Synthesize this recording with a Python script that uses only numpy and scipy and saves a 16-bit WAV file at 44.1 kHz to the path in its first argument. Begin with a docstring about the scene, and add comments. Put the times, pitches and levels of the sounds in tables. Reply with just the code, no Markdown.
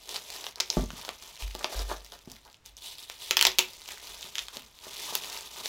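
"""A small room: a box in bubble wrap is turned over and set on a table, a coiled cable laid aside.
The film crinkles as tiny creases flip under the hands, and its air cells rub over each other.
Taut patches snap, loudest as a stuck flap is pulled free, and ring the hollow package.
The box knocks dully; the table top sways with a low note. Near walls reflect, over faint rumble and hum."""
import sys
import numpy as np
from scipy import signal
from scipy.fft import rfft, irfft
from scipy.io import wavfile
from scipy.ndimage import uniform_filter1d

SR = 44100
rng = np.random.default_rng(int(sys.argv[2]) if len(sys.argv) > 2 else 0)


def generate_wav(sig):
    """Save sig (samples, or channels by samples) to the path in sys.argv[1] as 16-bit PCM at SR."""
    pcm = np.round(np.clip(np.atleast_2d(sig).T, -1, 1) * 32767).astype(np.int16)
    wavfile.write(sys.argv[1], SR, pcm)


N = 250488

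# film buckles or lets go: t/s, relative level/dB, f/Hz, cell pop/dB re film, crack/dB re film
SNAPS = [(0.0917, -20, 4400, -13, -11), (0.1602, -15.5, 3800, -12, -23), (0.1642, -16, 3880, -13, -18),
         (0.3028, -21.5, 4300, -23, -10), (0.4418, -21, 2820, -10, -17), (0.4666, -17, 3000, -5.5, -24),
         (0.5582, -24, 4540, -19, -12), (0.6018, -8, 4830, -13, -16), (0.6051, -7.5, 5160, -12.5, -16),
         (0.607, -10.5, 5100, -30, -22), (0.702, -6, 5140, -21, -22), (0.9044, -22, 3070, 0, -17),
         (1.05, -22.5, 2720, -9, -17), (1.0811, -24.5, 3050, 7, -10), (1.0908, -14, 2740, -2, -15),
         (1.5508, -20.5, 3630, -14, -9), (1.644, -9, 2850, -9, -21), (1.7928, -19, 5200, -6.5, -19),
         (2.047, -31, 4960, -11, -5), (2.1214, -27.5, 3950, -20, -16), (2.3172, -27, 6000, -18, -3),
         (2.544, -35, 3260, -20, -19), (2.6604, -28.5, 6140, -26, -6), (2.7682, -29, 5630, -21, -13),
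         (3.099, -20, 3350, -7, -11), (3.3098, -2.5, 3600, -12, -14), (3.3689, -6.5, 4970, -35, -7),
         (3.37, -2, 3100, -18, -13), (3.376, -14.5, 4400, -9, -1), (3.3922, -7, 3500, -22, -20),
         (3.4116, 0, 3150, -33, -11), (3.4258, -2.5, 3800, -21, -5.5), (3.426, -7.5, 4040, -22, -12),
         (3.4519, 1.5, 3360, -18.5, -18), (3.4685, -1.5, 3460, -14.5, -10.5),
         (3.4724, -6, 3740, -10.5, -14), (3.5175, -21.5, 3400, -26, -16), (3.5861, -1, 3400, -22, -6.5),
         (3.591, 0.5, 3170, -16.5, -11), (3.8887, -22.5, 3120, -8, -8), (4.228, -21, 3400, -22, -27),
         (4.355, -15, 3360, -34, -16), (4.383, -12, 3340, -41, -24), (4.3916, -13.5, 3540, -22, -18),
         (4.484, -22, 3350, -9, -15), (4.57, -20, 3750, -15, -10), (5.1528, -6, 3230, -10, 0),
         (5.6581, -13.5, 3900, -13, -22)]
CRINKLE_REF_DB = -46  # reference for crease rate and tick level


def snaps(rows, gain_db=8.0, slap=0.17, flutter=0.91, flutter_t60_s=0.0053, width=1.25, count=8):
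    """A taut patch lets go, slaps back a cycle later and flutters. One track per place on the wrap."""
    places, t = np.zeros((count, N)), np.arange(1024) / SR
    for k, (s, snap_db, hz, pop_db, crack_db) in enumerate(rows):
        release = signal.unit_impulse(len(t)) + slap * np.sinc((t - 1 / hz) * SR)
        kick = release + flutter * unit(rng.standard_normal(len(t)) * decay(t, flutter_t60_s))
        lower, overtone = (unit(band(kick, f / width, f * width, order=1)) for f in (hz, 1.83 * hz))
        film = unit(band(lower + from_db(-9) * overtone, 900, 6500, order=4))
        pop = from_db(pop_db) * unit(band(kick, 430, 1450))
        crack = from_db(crack_db) * unit(band(kick, 8850, 15500))
        add(places[k % count], s, from_db(snap_db + gain_db) * unit(film + pop + crack))
    return places


def ticks(film_db, per_s=14, centre_hz=4400, spread_oct=0.52, pop_db=-16.5, crack_db=-11):
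    """Small random buckles, louder with the crinkle; rows as in SNAPS."""
    at = np.flatnonzero(rng.random(N) < per_s / SR)
    scatter, pitch = rng.standard_normal((N, 2))[at].T
    level_db = -27.5 + 0.7 * (film_db[at] - CRINKLE_REF_DB) + 0.5 * scatter
    hz = np.minimum(centre_hz * 2 ** (spread_oct * pitch), SR / 5)
    return [(s, db, f, pop_db, crack_db) for s, db, f in zip(at / SR, level_db, hz)]


def hand_effort(attack_s=0.01, attack_share=0.2, release_t60_s=0.2, hold_rub_db=-7):
    """Crinkle and rub curves in dB: strokes build, hold and fade on top of the resting grip."""
    # pushes, slides, pulls: t/s, length/s, crinkle/dB, rub/dB re crinkle
    strokes = [(0.069, 0.093, -41, -4.5), (0.264, .21, -45.5, -4), (0.557, 0.03, -57, 10.5),
               (0.684, 0.13, -45.5, -4), (0.929, 0.15, -48, -1.5), (1.208, 0.077, -48.5, -5),
               (1.386, 0.05, -43.5, -5), (1.551, 0.19, -48, 4), (1.691, 0.13, -43, 1.5),
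               (1.874, 0.057, -43, 3), (2.111, 0.028, -53, 4.5), (2.269, 0.076, -58, 0.5),
               (2.45, 0.013, -57, 9.5), (2.502, 0.012, -60.5, -18), (2.642, 0.034, -53, -9),
               (2.762, 0.019, -53, -14), (2.803, 0.11, -43.5, -13), (2.967, 0.066, -46, -13),
               (3.065, .085, -51.5, -22), (3.18, .14, -44.5, -13), (3.596, 0.26, -55.5, -14),
               (3.864, 0.076, -45.5, -6), (3.985, 0.3, -48, -6.5), (4.337, 0.087, -46, -9.5),
               (4.522, 0.047, -44.5, -3), (4.802, .12, -50, -4), (4.899, .10, -46, -9.5),
               (4.978, 0.2, -40.5, -9), (5.06, .08, -44.5, 2), (5.197, 0.19, -42.5, -3.5),
               (5.377, 0.076, -54.5, -3), (5.542, .06, -48.5, -1.5), (5.627, 0.053, -40, -9.5)]
    # resting grip, let go halfway: t/s, crinkle/dB
    hold = [(0, -56.5), (.25, -48.5), (.55, -66.5), (.66, -53), (1.85, -53.5), (2.08, -58.5), (2.48, -63.5),
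            (2.58, -88), (2.75, -70), (2.82, -57.5), (3.55, -52), (4.52, -53.5), (4.70, -59.5),
            (5.0, -47.5)]
    t = np.arange(N) / SR
    held = from_db(in_time(hold)[0])
    film_power, rub_power = held ** 2, (held * from_db(hold_rub_db)) ** 2
    for s, length_s, stroke_db, rub_db in strokes:
        rise = np.clip((t - s) / (attack_s + attack_share * length_s), 0, 1)
        fall_db = 60 * np.clip((t - s - length_s) / release_t60_s, 0, 2)
        stroke = rise * from_db(stroke_db - fall_db)
        film_power += stroke ** 2
        rub_power += (stroke * from_db(rub_db)) ** 2
    return 10 * np.log10(film_power), 10 * np.log10(rub_power)


def creases(per_s, spread_db, clump_db):
    """Tiny creases flip in random clumps; a few are far larger than the rest."""
    flips = rng.random(N) < per_s * from_db(clump_db * drift(90)) / SR
    sizes = from_db(spread_db * np.minimum(rng.exponential(1, N), 4.5))
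    return flips * sizes * rng.choice([-1, 1], N)


def crinkle(film_db, rub_db, rasp_hz=3600, unsteady_db=1.16, patch_count=12):
    """Each crease clicks and rings its own patch of film; fast sliding merges the clicks to a swish."""
    # grip on the wrap: t/s, rubbed-cell f/Hz, taut rasp/dB re slack film
    grip = [(0, 700, -5), (1.3, 980, -10), (1.6, 600, -8), (2.2, 690, -5), (2.95, 880, 12), (3.28, 870, -1),
            (3.7, 930, -8), (5.68, 950, -6.5)]
    # slack film: f/Hz, level/dB
    film_spectrum = [(1000, -8), (1700, -5), (2300, -1), (3000, 0), (3800, 0.5), (4700, 1), (6200, 1),
                     (7500, -3.5), (10000, -26)]
    # fine sizzle: f/Hz, level/dB
    sizzle_spectrum = [(5500, -24), (7500, -1), (9000, 1.5), (13000, -0.5), (15500, 1), (17000, -23)]
    # rubbed air cells: f/Hz, level/dB
    rub_spectrum = [(60, -30), (140, -11.5), (260, -6.5), (400, 1.5), (650, -4.5), (1000, -2.5), (1300, -4),
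                    (1800, -3.5), (2800, -36)]
    cell_hz, rasp_db = in_time(grip)
    per_s = 2300 * from_db(0.6 * (film_db - CRINKLE_REF_DB))  # harder work flips more creases
    clicks = evened(creases(per_s, spread_db=2.0, clump_db=3.5), size=6000)
    patch_of = rng.integers(0, patch_count, N)
    patches = sum(band(clicks * (patch_of == k), hz / 1.297, hz * 1.15)
                  for k, hz in enumerate(np.geomspace(2200, 12000, patch_count)))
    hiss = unit(rng.standard_normal(N))
    grains = unit(clicks) + from_db(-2) * unit(patches) + from_db(-18) * hiss
    slack = unit(colour(grains, film_spectrum))
    taut = unit(resonate(slack, np.full(N, rasp_hz), q=3.6))
    film = from_db(film_db - 1) * evened(slack + from_db(rasp_db) * taut)
    sizzle = from_db(film_db - 7.5) * evened(colour(grains, sizzle_spectrum))
    # cells bump over each other and sing at a pitch set by the grip
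    slips = unit(clicks) + unit(creases(per_s / 2, spread_db=4.5, clump_db=6.0))
    bumps = unit(colour(slips, rub_spectrum))
    singing = unit(colour(resonate(slips, cell_hz, q=1.83), rub_spectrum))
    rub = from_db(rub_db - 3.5) * evened(bumps + from_db(3) * singing)
    return from_db(unsteady_db * drift(30)) * (rub + film + sizzle)


def hollow_ring(gain_db=-38, growth=1.74, flex=0.032):
    """Hard snaps ring the hollow package; it flexes in the hands, so its modes shift each time."""
    # package modes: f/Hz, level/dB, t60/s
    modes = [(340, -16, .12), (369.5, -4.5, 0.31), (416, -26, 0.098), (516, -3, 0.16), (944, 6, 0.072)]
    out, t = np.zeros(N), np.arange(16384) / SR
    hz, mode_db, t60_s = np.transpose(modes)[:, :, None]
    for s, snap_db, *_ in SNAPS:
        strength = from_db(growth * snap_db + gain_db + mode_db) * rng.choice([-1, 1], hz.shape)
        bent_hz = hz * (1 + flex * rng.standard_normal(hz.shape))
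        add(out, s, np.sum(strength * decay(t, t60_s) * np.sin(2 * np.pi * bent_hz * t), axis=0))
    return out


def box_knocks(gain_db=21, push=0.37, rattle=0.91, rattle_t60_s=0.068):
    """Padded blows push and ring the box and rattle its contents; soft ones reach only low modes."""
    # box, cable and finger contacts: t/s, relative level/dB, cut-off/Hz
    contacts = [(.770, -15.5, 465), (0.782, -25, 600), (.795, -31.5, 1000), (0.835, -33.5, 645),
                (.933, -39, 337), (1.0904, -38, 2300), (1.5507, -33, 930), (1.61, -36.5, 2190),
                (1.645, -26.5, 1420), (1.907, -37, 1830), (1.915, -24.5, 1270), (2.2748, -36.5, 304),
                (4.245, -49, 397), (4.568, -40, 617), (4.868, -39.5, 860), (5.125, -36, 910),
                (5.608, -43.5, 1000)]
    # box on the table: f/Hz, level/dB, t60/s
    modes = [(88, -15, 0.31), (112, 7.5, 0.042), (167, -4, 0.056), (231, -0.5, 0.056), (346, -7.5, 0.17),
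             (367, -1.5, 0.13), (527, -16, 0.04), (610, 6, 0.036), (847, 3, 0.055), (955, -13, .07),
             (1166, 8, 0.08), (1600, -25, 0.031)]
    out, t = np.zeros(N), np.arange(16384) / SR
    hz, mode_db, t60_s = np.transpose(modes)[:, :, None]
    shove = unit(band(signal.unit_impulse(len(t)), 150, 1130, order=1))
    for s, knock_db, cutoff_hz in contacts:
        strength = from_db(mode_db + rng.normal(0, 1, hz.shape))
        ring = np.sum(strength * np.cos(2 * np.pi * hz * t) * decay(t, t60_s), axis=0)
        contents = band(rng.standard_normal(len(t)), 134, 2150) * decay(t, rattle_t60_s)
        knock = band(push * shove + unit(ring) + rattle * unit(contents), cutoff_hz / 4.2, cutoff_hz)
        add(out, s, from_db(knock_db + gain_db) * unit(knock))
    return out


def table_sway(lowest_hz=48.2, upper_hz=79.7, upper_db=-16.5, upper_t60_s=0.4):
    """The table's two lowest modes swell under each load and die away."""
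    # weight comes onto the top: t/s, level/dB, build-up/s, lowest-mode t60/s
    loads = [(0.772, -20, .006, 0.34), (1.423, -24, 0.014, 0.4), (1.752, -21.5, 0.029, 0.59),
             (2.278, -52, 0.012, 0.6), (2.672, -53, .02, 0.67), (3.40, -41.5, 0.057, .5),
             (4.08, -47, .02, 0.32), (4.399, -48, 0.022, 0.34)]
    out, t = np.zeros(N), np.arange(SR) / SR
    upper = from_db(upper_db) * decay(t, upper_t60_s) * np.sin(2 * np.pi * upper_hz * t)
    for s, level_db, build_s, t60_s in loads:
        lowest = decay(t, t60_s) * np.sin(2 * np.pi * lowest_hz * t)
        swell = 1 - np.exp(-t / build_s)
        add(out, s, -from_db(level_db) * swell * (lowest + upper))
    return out


def room(x, wet_db, first_wall_s=0.0018, size=16384):
    """Dense reflections off near walls for one source position; the bass lasts longest."""
    # room decay: f/Hz, t60/s
    decay_times = [(150, 0.34), (1000, 0.21), (3000, 0.21), (7000, 0.15), (15000, 0.19)]
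    # colour of the reflections: f/Hz, level/dB
    spectrum = [(60, 0), (200, 4.5), (380, -5), (700, -2.5), (1500, 3), (2600, 1.5), (4200, -4.5),
                (5800, 1), (9000, -4.5), (15000, -3.5)]
    t, hz = np.arange(size) / SR, np.arange(size // 2 + 1) * SR / size
    white = rfft(rng.standard_normal(size))
    edges_hz = np.geomspace(40, SR / 2, num=10)
    tail = sum(irfft(white * (hz >= low) * (hz < high))
               * decay(t, at_hz(decay_times, np.sqrt(low * high)))
               for low, high in zip(edges_hz, edges_hz[1:]))
    onset = np.clip(t / first_wall_s - 0.5, 0, 1)
    response = colour(unit(tail * onset), spectrum)
    return from_db(wet_db) * signal.fftconvolve(x, response)[:N]


def room_floor(rumble_db=-64.5, hum_hz=53.2, hum_db=-73.5):
    """Faint rumble and a trace of mains hum."""
    # rumble: f/Hz, level/dB
    spectrum = [(25, -11), (48, -3), (62, -4), (150, -14.5), (400, -20), (800, -20), (1500, -22),
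                (5000, -27.5), (16000, -44)]
    rumble = from_db(rumble_db) * np.sqrt(N) * unit(colour(rng.standard_normal(N), spectrum))
    hum = from_db(hum_db) * np.sqrt(2) * np.sin(2 * np.pi * hum_hz * np.arange(N) / SR)
    return rumble + hum


def from_db(db):
    """Decibels to gain."""
    return 10 ** (np.asarray(db) / 20)


def decay(t, t60_s):
    """Envelope falling 60 dB in t60_s."""
    return from_db(-60 * t / t60_s)


def unit(x):
    """Scale to energy 1."""
    return x / np.sqrt(np.sum(x ** 2) + 1e-20)


def evened(x, size=1500):
    """Hold the running rms at 1; single grains still vary."""
    power = uniform_filter1d(uniform_filter1d(x ** 2, size), size)
    return x / np.sqrt(np.maximum(power, 1e-20))


def at_hz(points, hz):
    """Read a table on a log-frequency axis."""
    freq, value = np.transpose(points)
    return np.interp(np.log(np.maximum(hz, 1)), np.log(freq), value)


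def in_time(rows):
    """One curve per value column of a time table."""
    s, *columns = np.transpose(rows)
    return [np.interp(np.arange(N) / SR, s, column) for column in columns]


def band(x, low_hz, high_hz, order=2):
    """Causal band-pass."""
    sos = signal.butter(order, [low_hz, min(high_hz, SR / 2 - 100)], "band", fs=SR, output="sos")
    return signal.sosfilt(sos, x + 1e-18)


def colour(x, spectrum, size=4096):
    """Minimum-phase filter with the given spectrum."""
    hz = np.arange(size // 2 + 1) * SR / size
    cepstrum = irfft(np.log(from_db(at_hz(spectrum, hz))))
    cepstrum[1:size // 2] *= 2
    cepstrum[size // 2 + 1:] = 0
    return signal.fftconvolve(x, irfft(np.exp(rfft(cepstrum))))[:len(x)]


def resonate(x, hz, q, size=256):
    """Resonance following the curve hz, block by block."""
    out, state = np.zeros(N), np.zeros(2)
    for i in range(0, N, size):
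        w = 2 * np.pi * hz[i] / SR
        r = np.exp(-w / (2 * q))
        b, a = np.array([1, 0, -1]) * np.sqrt(1 - r), [1, -2 * r * np.cos(w), r * r]
        out[i:i + size], state = signal.lfilter(b, a, x[i:i + size], zi=state)
    return out


def drift(per_s):
    """Smooth random curve, spread 1."""
    knots = rng.standard_normal(N // 20)
    wander = np.interp(np.arange(N) * per_s / SR, np.arange(len(knots)), knots)
    return wander / wander.std()


def add(out, s, sound):
    """Mix a sound in at s seconds."""
    start = max(round(s * SR), 0)
    out[start:start + len(sound)] += sound[:N - start]


def scene():
    """Wrap and box with their reflections, table sway and room floor; mono."""
    # snapping side faces the listener or the room: t/s, reflection gain/dB
    facing = [(.1, -7.5), (.65, -7), (1.1, -7), (1.65, -6.5), (3.45, -4.5), (4.38, -5.5), (5.2, -8.5)]
    facing_db, = in_time(facing)
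    film_db, rub_db = hand_effort()
    wrap = crinkle(film_db, rub_db) + hollow_ring()
    box = box_knocks()
    mix = wrap + room(wrap, wet_db=-7.0) + box + room(box, wet_db=-7.5) + table_sway() + room_floor()
    snapped = sum(place + room(place, wet_db=facing_db) for place in snaps(SNAPS + ticks(film_db)))
    return (mix + snapped)[None]


def record(dry, cutoff_hz=16100):
    """Clip at full scale, then low-pass steeply."""
    lowpass = signal.ellip(10, 0.1, 80, cutoff_hz, fs=SR, output="sos")
    return signal.sosfilt(lowpass, np.clip(dry, -1, 1))


dry = scene()
out = record(dry)
generate_wav(out)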